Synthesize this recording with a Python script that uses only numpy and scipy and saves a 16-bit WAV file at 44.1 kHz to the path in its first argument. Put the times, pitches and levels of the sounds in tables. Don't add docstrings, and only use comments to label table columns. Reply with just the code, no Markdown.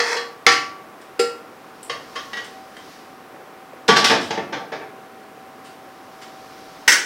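import sys
import numpy as np
from scipy import signal
from scipy.fft import rfft, irfft, next_fast_len
from scipy.io import wavfile
from scipy.ndimage import map_coordinates

SR = 44100
rng = np.random.default_rng(int(sys.argv[2]) if len(sys.argv) > 2 else 0)


def output_pcm(signal):
    pcm = np.clip(np.atleast_2d(signal).T, -1, 1) * 32767
    wavfile.write(sys.argv[1], SR, np.round(pcm).astype(np.int16))


N = 310905

# low f/Hz, high f/Hz
BANDS = [(100, 700), (700, 2500), (2500, 7000), (7000, 15800)]
# level/dB for thud, body, clack, fizz
POT_BALANCE = [-22, -0.5, -0.5, -17]
TAP_BALANCE = [-12, 2.5, 4, -3.5]
SPOON_BALANCE = [-9, 0, 0.5, -18]
LANDING_BALANCE = [-10, 0, 1, -17]
LADLE_BALANCE = [-19.5, .5, -1, -9]
# f/Hz, level/dB
POT_EQ = [(90, -59), (180, -6.5), (330, -3), (420, 3.5), (600, -3), (900, -16), (1300, -11), (1950, -2.5),
          (2400, -10.5), (2800, -9.5), (3600, -18), (4600, -8.5), (6000, -17), (15500, -47)]
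SCRAPE_EQ = [(150, -55), (250, -21), (387, -18), (499, -16), (698, -11), (1140, -6.5), (1440, -9.5),
             (1860, 1), (2350, -13.5), (2640, -13), (2780, -30), (3290, -13.5), (3580, -21), (5180, -12.5),
             (14000, -44.5)]
SPOON_EQ = [(120, -14), (300, -13), (520, 2), (760, -9), (1150, -6), (1750, 0.5), (2400, -8), (3050, -1.5),
            (3500, -7.5), (5200, -8), (7000, -16.5), (9000, -16), (15500, -42)]
LANDING_EQ = [(90, -16), (150, -7.5), (300, -2.5), (500, -3.5), (620, -0.5), (900, -0.5), (1300, -4.5),
              (1700, 1), (2400, -4.5), (3100, 4.5), (4300, -1.5), (5500, -1.5), (7200, -14), (15500, -38)]
LADLE_EQ = [(130, -60), (250, -26), (500, -18), (900, -18), (1150, -14), (1500, -1), (2000, -3.5),
            (2700, -9), (4300, -10.5), (5900, -5), (7000, -16), (9500, -24.5), (12500, -37), (15500, -34)]
RUSH_EQ = [(15, -64), (25, -28), (69, -32), (86, -19), (253, -7), (378, -6), (410, -6.5), (445, -6),
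           (598, -10), (762, -9), (919, -11), (1080, -8), (2490, -20.5), (5280, -34), (15500, -35)]
HISS_EQ = [(1200, -3.5), (2500, -5.5), (5500, -3), (7500, -14.5), (15000, -20.5)]

POT_PLACES = ["inside", "rim", "wall", "base", "heel"]
# f/Hz, t60/s, then level/dB for a hit on each of those spots
POT_MODES = [(392.0, 0.14, -15.0, -2.0, 8, 8, -6.0), (455.0, 0.13, -25.0, -9.0, -4.0, 20, 17),
             (474.0, 0.36, 0.0, 4.0, 11.0, -3.0, -6.0), (780.0, 0.45, -18.0, 5.0, -6.0, -1.0, 8.0),
             (890.0, 0.25, -23.0, -11.0, -29.0, -3.0, 10), (1148.0, 0.72, -11.0, 6.0, -26.0, 8.0, -3.0),
             (1316.0, 0.33, -33.0, 6.0, -24.0, -8.0, -10.0), (1368.0, 0.52, -32.0, 6.0, 1.0, -4.0, -9.0),
             (1450.0, 0.33, -27.0, -7.0, -20.0, 4.0, -4.0), (1790.0, 0.34, -8.0, 0.0, -31.0, -10.0, -15.0),
             (1965.0, 0.3, -20.0, 1.0, -25.0, 1.0, -4.0), (2290.0, 0.45, -32.0, -7.0, -36.0, -16.0, -21.0),
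             (2595.0, 0.45, -28.0, -8.0, -13.0, -14.0, -4.0),
             (2826.0, 0.45, -34.0, -12.0, -13.0, -21.0, -26.0),
             (2917.0, 0.4, -38.0, -11.0, -17.0, -20.0, -25.0),
             (3320.0, 0.33, -10.0, -13.0, -32.0, -20.0, -25.0),
             (3445.0, 0.28, -37.0, 5.0, -16.0, -4.0, -9.0),
             (3865.0, 0.34, -31.0, -19.0, -11.0, -7.0, -12.0),
             (4082.0, 0.32, -10.0, -9.0, -36.0, -28.0, -28.0),
             (4240.0, 0.36, -18.0, -8.0, -25.0, -26.0, -28.0),
             (4378.0, 0.35, -13.0, -6.0, -10.0, -15.0, -20.0),
             (4535.0, 0.33, -28.0, -5.0, -26.0, -21.0, -26.0),
             (4695.0, 0.35, -21.0, -7.0, -10.0, -23.0, -28.0),
             (4895.0, 0.34, -34.0, -13.0, -15.0, -15.0, -20.0),
             (5042.0, 0.35, -17.0, -8.0, -5.0, -20.0, -25.0),
             (5210.0, 0.36, -37.0, -10.0, -30.0, -16.0, -21.0),
             (5320.0, 0.33, -18.0, -23.0, -30.0, -10.0, -15.0),
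             (5776.0, 0.3, -30.0, -2.0, -26.0, -17.0, -22.0),
             (6826.0, 0.28, -42.0, -7.0, -18.0, -28.0, -28.0),
             (7467.0, 0.2, -26.0, -17.0, -6.0, -19.0, -24.0)]
# t/s,
# rise/s, level/dB, brightness/dB per band, ring level/dB, spot
POT_KNOCKS = [(0.0, 0.0013, -17, -3, -17.5, "inside"), (.163, 0.0056, -33, 3.5, -20.5, "inside"),
              (.4653, 0.0002, -3.5, -3.5, -21.5, "rim"), (1.1925, 0.0024, -29, 12, -21.5, "wall")]
# t/s, rise/s, level/dB, brightness/dB per band
POT_CHATTER = [(.484, .003, -18.5, 1), (.516, 0.0049, -19.5, 1), (1.194, 0.0014, -34.5, -21)]
# f/Hz, level/dB
FAN_TONES = [(258.4, -63.5), (646, -60), (766, -51)]
# centre t/s, half width/s, boost/dB
WHINE_SWELLS = [(2.6, 0.083, 8.6), (4.9, 1.97, 5.5), (6.5, 0.33, 4.5)]
HISS_SWELLS = [(2.27, 0.42, 12.7), (2.93, 0.16, 10.4), (6.7, 0.73, 10)]
# t/s, rise/s, level/dB, brightness/dB per band
TAPS_AND_DRIPS = [(1.012, 0.0021, -55, 2.5), (1.829, .0012, -61, 18.5), (2.441, 0.0036, -47, 1),
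                  (2.767, 0.00026, -42, -4), (3.335, 0.0083, -64, -21.5), (3.731, 0.0015, -69.5, -28.5),
                  (5.638, 0.017, -55.5, 1.5), (6.212, 0.0087, -47.5, -2)]
# t/s, rise/s, level/dB, brightness/dB per band
SPOON_CLINKS = [(1.8955, 0.0021, -28, -2), (2.153, 0.0078, -34, -0.5), (2.331, 0.0017, -32.5, -1),
                (2.366, 0.0047, -35, -1.5)]
# t/s, position (0 = blade, 1 = handle)
SPOON_CONTACT = [(1.9, 0.34), (2.16, 0.073), (2.33, 0.72), (2.8, 1)]
# f/Hz, level/dB, t60/s, sweet spot (0 = blade, 1 = handle)
BOWL_MODES = [(468, -6, .18, .3), (1100, -3, .25, 0), (1177, -7, .25, 0), (1630, -10, .18, .8),
              (1921, 2, .27, 1), (2052, -9, .17, .1), (2990, -11, .18, .5), (3193, -9, .2, 0),
              (3810, -16, .18, .8), (4380, -16, .18, .5)]
# t/s, rise/s, level/dB, brightness/dB per band
POT_LANDING = [(3.879, 0.0022, -21.5, 5), (3.885, 0.0052, -14.5, -4), (3.958, 0.0085, -17, 0),
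               (4.041, 0.0044, -15, 3), (4.093, 0.01, -19.5, -3), (4.11, 0.0039, -27.5, -12),
               (4.19, 0.031, -42.5, 6.5), (4.305, 0.0031, -25.5, -4.5), (4.372, 0.0048, -36, -12.5),
               (4.522, 0.0084, -31.5, -7.5), (4.716, .011, -37.5, -10), (4.81, 0.0028, -47, -12.5)]
# t/s, rise/s, level/dB, brightness/dB per band
LADLE_DROPS = [(6.877, 0.0021, -9, -0.5), (6.917, 0.0036, -17.5, 2)]
# f/Hz, level/dB, t60/s
LADLE_MODES = [(1450, -13, .2), (1585, -7, .27), (1795, -4, .25), (1970, -1, .22), (2165, -5, .19),
               (2960, -13, .22), (3640, -11, .2), (4060, -11, .22), (5030, -13, .25), (5593, -9, .25),
               (6228, -9, .22), (7776, -13, .28), (8375, -15, .15), (12190, -12, .17)]
# f/Hz, t60/s
KITCHEN_DECAY = [(150, 1), (500, 0.6), (2000, 0.42), (5000, 0.38), (12000, 0.33)]

HARD_T60_S = 0.032


def amp(db):
    return 10 ** (np.asarray(db) / 20)


def unit(x):
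    return x / np.sqrt(np.mean(x ** 2) + 1e-20)


def along(curve, hz):
    freqs, values = np.transpose(curve)
    return np.interp(np.log(hz + 1), np.log(freqs + 1), values)


def equalise(x, eq, band=(0, np.inf)):
    hz = np.fft.rfftfreq(len(x), 1 / SR)
    return unit(irfft(rfft(x) * amp(along(eq, hz)) * (hz >= band[0]) * (hz < band[1]), len(x)))


def fade(t, t60):
    return np.exp(-np.log(1000) * t / t60)


def wobble(rate_hz):
    knots = rng.standard_normal(int(N * rate_hz / SR) + 4)
    return map_coordinates(knots, [np.arange(N) * rate_hz / SR])


def swells(rows):
    t = np.arange(N) / SR
    return sum(db * np.exp(-((t - s) / width) ** 2) for s, width, db in rows)


def add(track, s, sound):
    start = max(round(s * SR), 0)
    track[start:start + len(sound)] += sound[:N - start]


def kitchen(x, wet_db, build_s=0.0036, low_cut_hz=84):
    hz, t, noise = signal.stft(rng.standard_normal(SR // 2), SR, nperseg=256)
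    decay = amp(-60 * t / along(KITCHEN_DECAY, hz)[:, None])
    tail = signal.istft(noise * decay, SR, nperseg=256)[1]
    tail *= 1 - np.exp(-np.arange(len(tail)) / SR / build_s)
    reverb = signal.fftconvolve(x, tail / np.linalg.norm(tail))[:len(x)]
    low_cut = signal.butter(4, low_cut_hz, "highpass", fs=SR, output="sos")
    return signal.sosfilt(low_cut, x + amp(wet_db) * reverb)


def contact_t60(rise):
    return HARD_T60_S + 5.4 * rise


def transient(rise, db, bright_db, balance, eq):
    t = np.arange(SR) / SR
    envelope = (1 - np.exp(-t / rise)) ** 2 * fade(t, contact_t60(rise))
    envelope /= envelope.max()
    steps = np.arange(len(BANDS))
    levels = db + np.array(balance) + bright_db * (steps - steps.mean())
    bursts = [envelope * equalise(rng.standard_normal(SR), eq, band) for band in BANDS]
    mix = sum(amp(level) * unit(burst) for level, burst in zip(levels, bursts))
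    return np.sqrt(np.mean(envelope ** 2)) * mix


def ring(modes, rise):
    t = np.arange(3 * SR // 4) / SR
    tones = sum(amp(db + .5 * rng.normal()) * fade(t, t60) * np.sin(2 * np.pi * (hz * t + rng.random()))
                for hz, db, t60 in modes)
    return tones * (1 - np.exp(-t / rise))


def strikes(hits, modes_at, balance, eq, ring_db, wet_db, ring_wet_db, glance=0, ring_lag=1.6):
    track = np.zeros(N)
    for s, rise, db, bright_db in hits:
        add(track, s, kitchen(transient(rise, db, bright_db, balance, eq), wet_db))
        push = amp(db - glance * bright_db) * contact_t60(rise) / HARD_T60_S
        ringing = ring(modes_at(s), ring_lag * rise)
        add(track, s, amp(ring_db) * push * kitchen(ringing, ring_wet_db))
    return track


def pot_modes(place, damping=1):
    return [(hz, levels[POT_PLACES.index(place)], t60 / damping) for hz, t60, *levels in POT_MODES]


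def pot_knocks():
    track = np.zeros(N)
    for s, rise, db, bright_db, ring_db, place in POT_KNOCKS:
        add(track, s, kitchen(transient(rise, db, bright_db, POT_BALANCE, POT_EQ), wet_db=-0.5))
        add(track, s, amp(ring_db) * ring(pot_modes(place), rise))
    for s, rise, db, bright_db in POT_CHATTER:
        add(track, s, kitchen(transient(rise, db, bright_db, POT_BALANCE, POT_EQ), wet_db=0.5))
    return track


def ladle_scrape(slips_per_s=900, rub=0.18, ring_db=-11, start_db=-32, press_db_per_s=56, lift_s=0.13):
    t = np.arange(N) / SR
    slips = (rng.random(N) < slips_per_s / SR) * rng.standard_normal(N)
    friction = slips + rub * rng.standard_normal(N)
    wall_ring = ring(pot_modes("inside", damping=2), rise=0.0013)
    singing = signal.fftconvolve(friction, wall_ring)[:N]
    scrape = equalise(friction, SCRAPE_EQ) + amp(ring_db) * unit(singing)
    pressure = amp(start_db + press_db_per_s * np.minimum(t, lift_s))
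    release = fade(np.maximum(t - lift_s, 0), t60=0.091)
    return kitchen(scrape * pressure * release, wet_db=3.5)


def fan(rush_db=-43.5, whine_trim_db=-2):
    t = np.arange(N) / SR
    rush = amp(rush_db + 0.15 * wobble(16)) * equalise(rng.standard_normal(N), RUSH_EQ)
    whine = np.zeros(N)
    for hz, db in FAN_TONES:
        peak = np.sqrt(2) * amp(db + 0.82 * wobble(13))
        whine += peak * np.sin(2 * np.pi * hz * t + .5 * wobble(5.6))
    return rush + amp(whine_trim_db + swells(WHINE_SWELLS)) * whine


def hiss(floor_db=-59.5):
    return amp(floor_db + swells(HISS_SWELLS)) * equalise(rng.standard_normal(N), HISS_EQ)


def taps_and_drips():
    track = np.zeros(N)
    for s, rise, db, bright_db in TAPS_AND_DRIPS:
        add(track, s, kitchen(transient(rise, db, bright_db, TAP_BALANCE, SPOON_EQ), wet_db=1.0))
    return track


def spoon_clinks(miss_db=45):
    def modes_at(s):
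        position = np.interp(s, *np.transpose(SPOON_CONTACT))
        return [(hz, db - miss_db * (position - spot) ** 2, t60) for hz, db, t60, spot in BOWL_MODES]

    return strikes(SPOON_CLINKS, modes_at, SPOON_BALANCE, SPOON_EQ,
                   ring_db=7.5, wet_db=1.5, ring_wet_db=-7)


def pot_landing(flat_boost_db=8.5, stone_damping=1.32, tips_at_s=3.95):
    base = [(hz, db + flat_boost_db, t60) for hz, db, t60 in pot_modes("base", stone_damping)]
    heel = pot_modes("heel", stone_damping)
    return strikes(POT_LANDING, lambda s: base if s < tips_at_s else heel, LANDING_BALANCE, LANDING_EQ,
                   ring_db=-25.5, wet_db=1.5, ring_wet_db=-10, glance=1.84)


def ladle_drop():
    return strikes(LADLE_DROPS, lambda s: LADLE_MODES, LADLE_BALANCE, LADLE_EQ,
                   ring_db=-6, wet_db=3.0, ring_wet_db=-17)


def scene():
    serving = pot_knocks() + ladle_scrape() + spoon_clinks()
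    setting_down = pot_landing() + ladle_drop()
    return (serving + setting_down + taps_and_drips() + fan() + hiss())[None]


def record(dry, hardness=9, low_cut_hz=35, top_hz=15850):
    clipped = dry / (1 + np.abs(dry) ** hardness) ** (1 / hardness)
    thinned = signal.lfilter(*signal.butter(1, low_cut_hz, "highpass", fs=SR), clipped)
    size = next_fast_len(N + SR // 2)
    passband = np.fft.rfftfreq(size, 1 / SR) < top_hz
    return irfft(rfft(thinned, size) * passband, size)[:, :N]


dry = scene()
out = record(dry)
output_pcm(out)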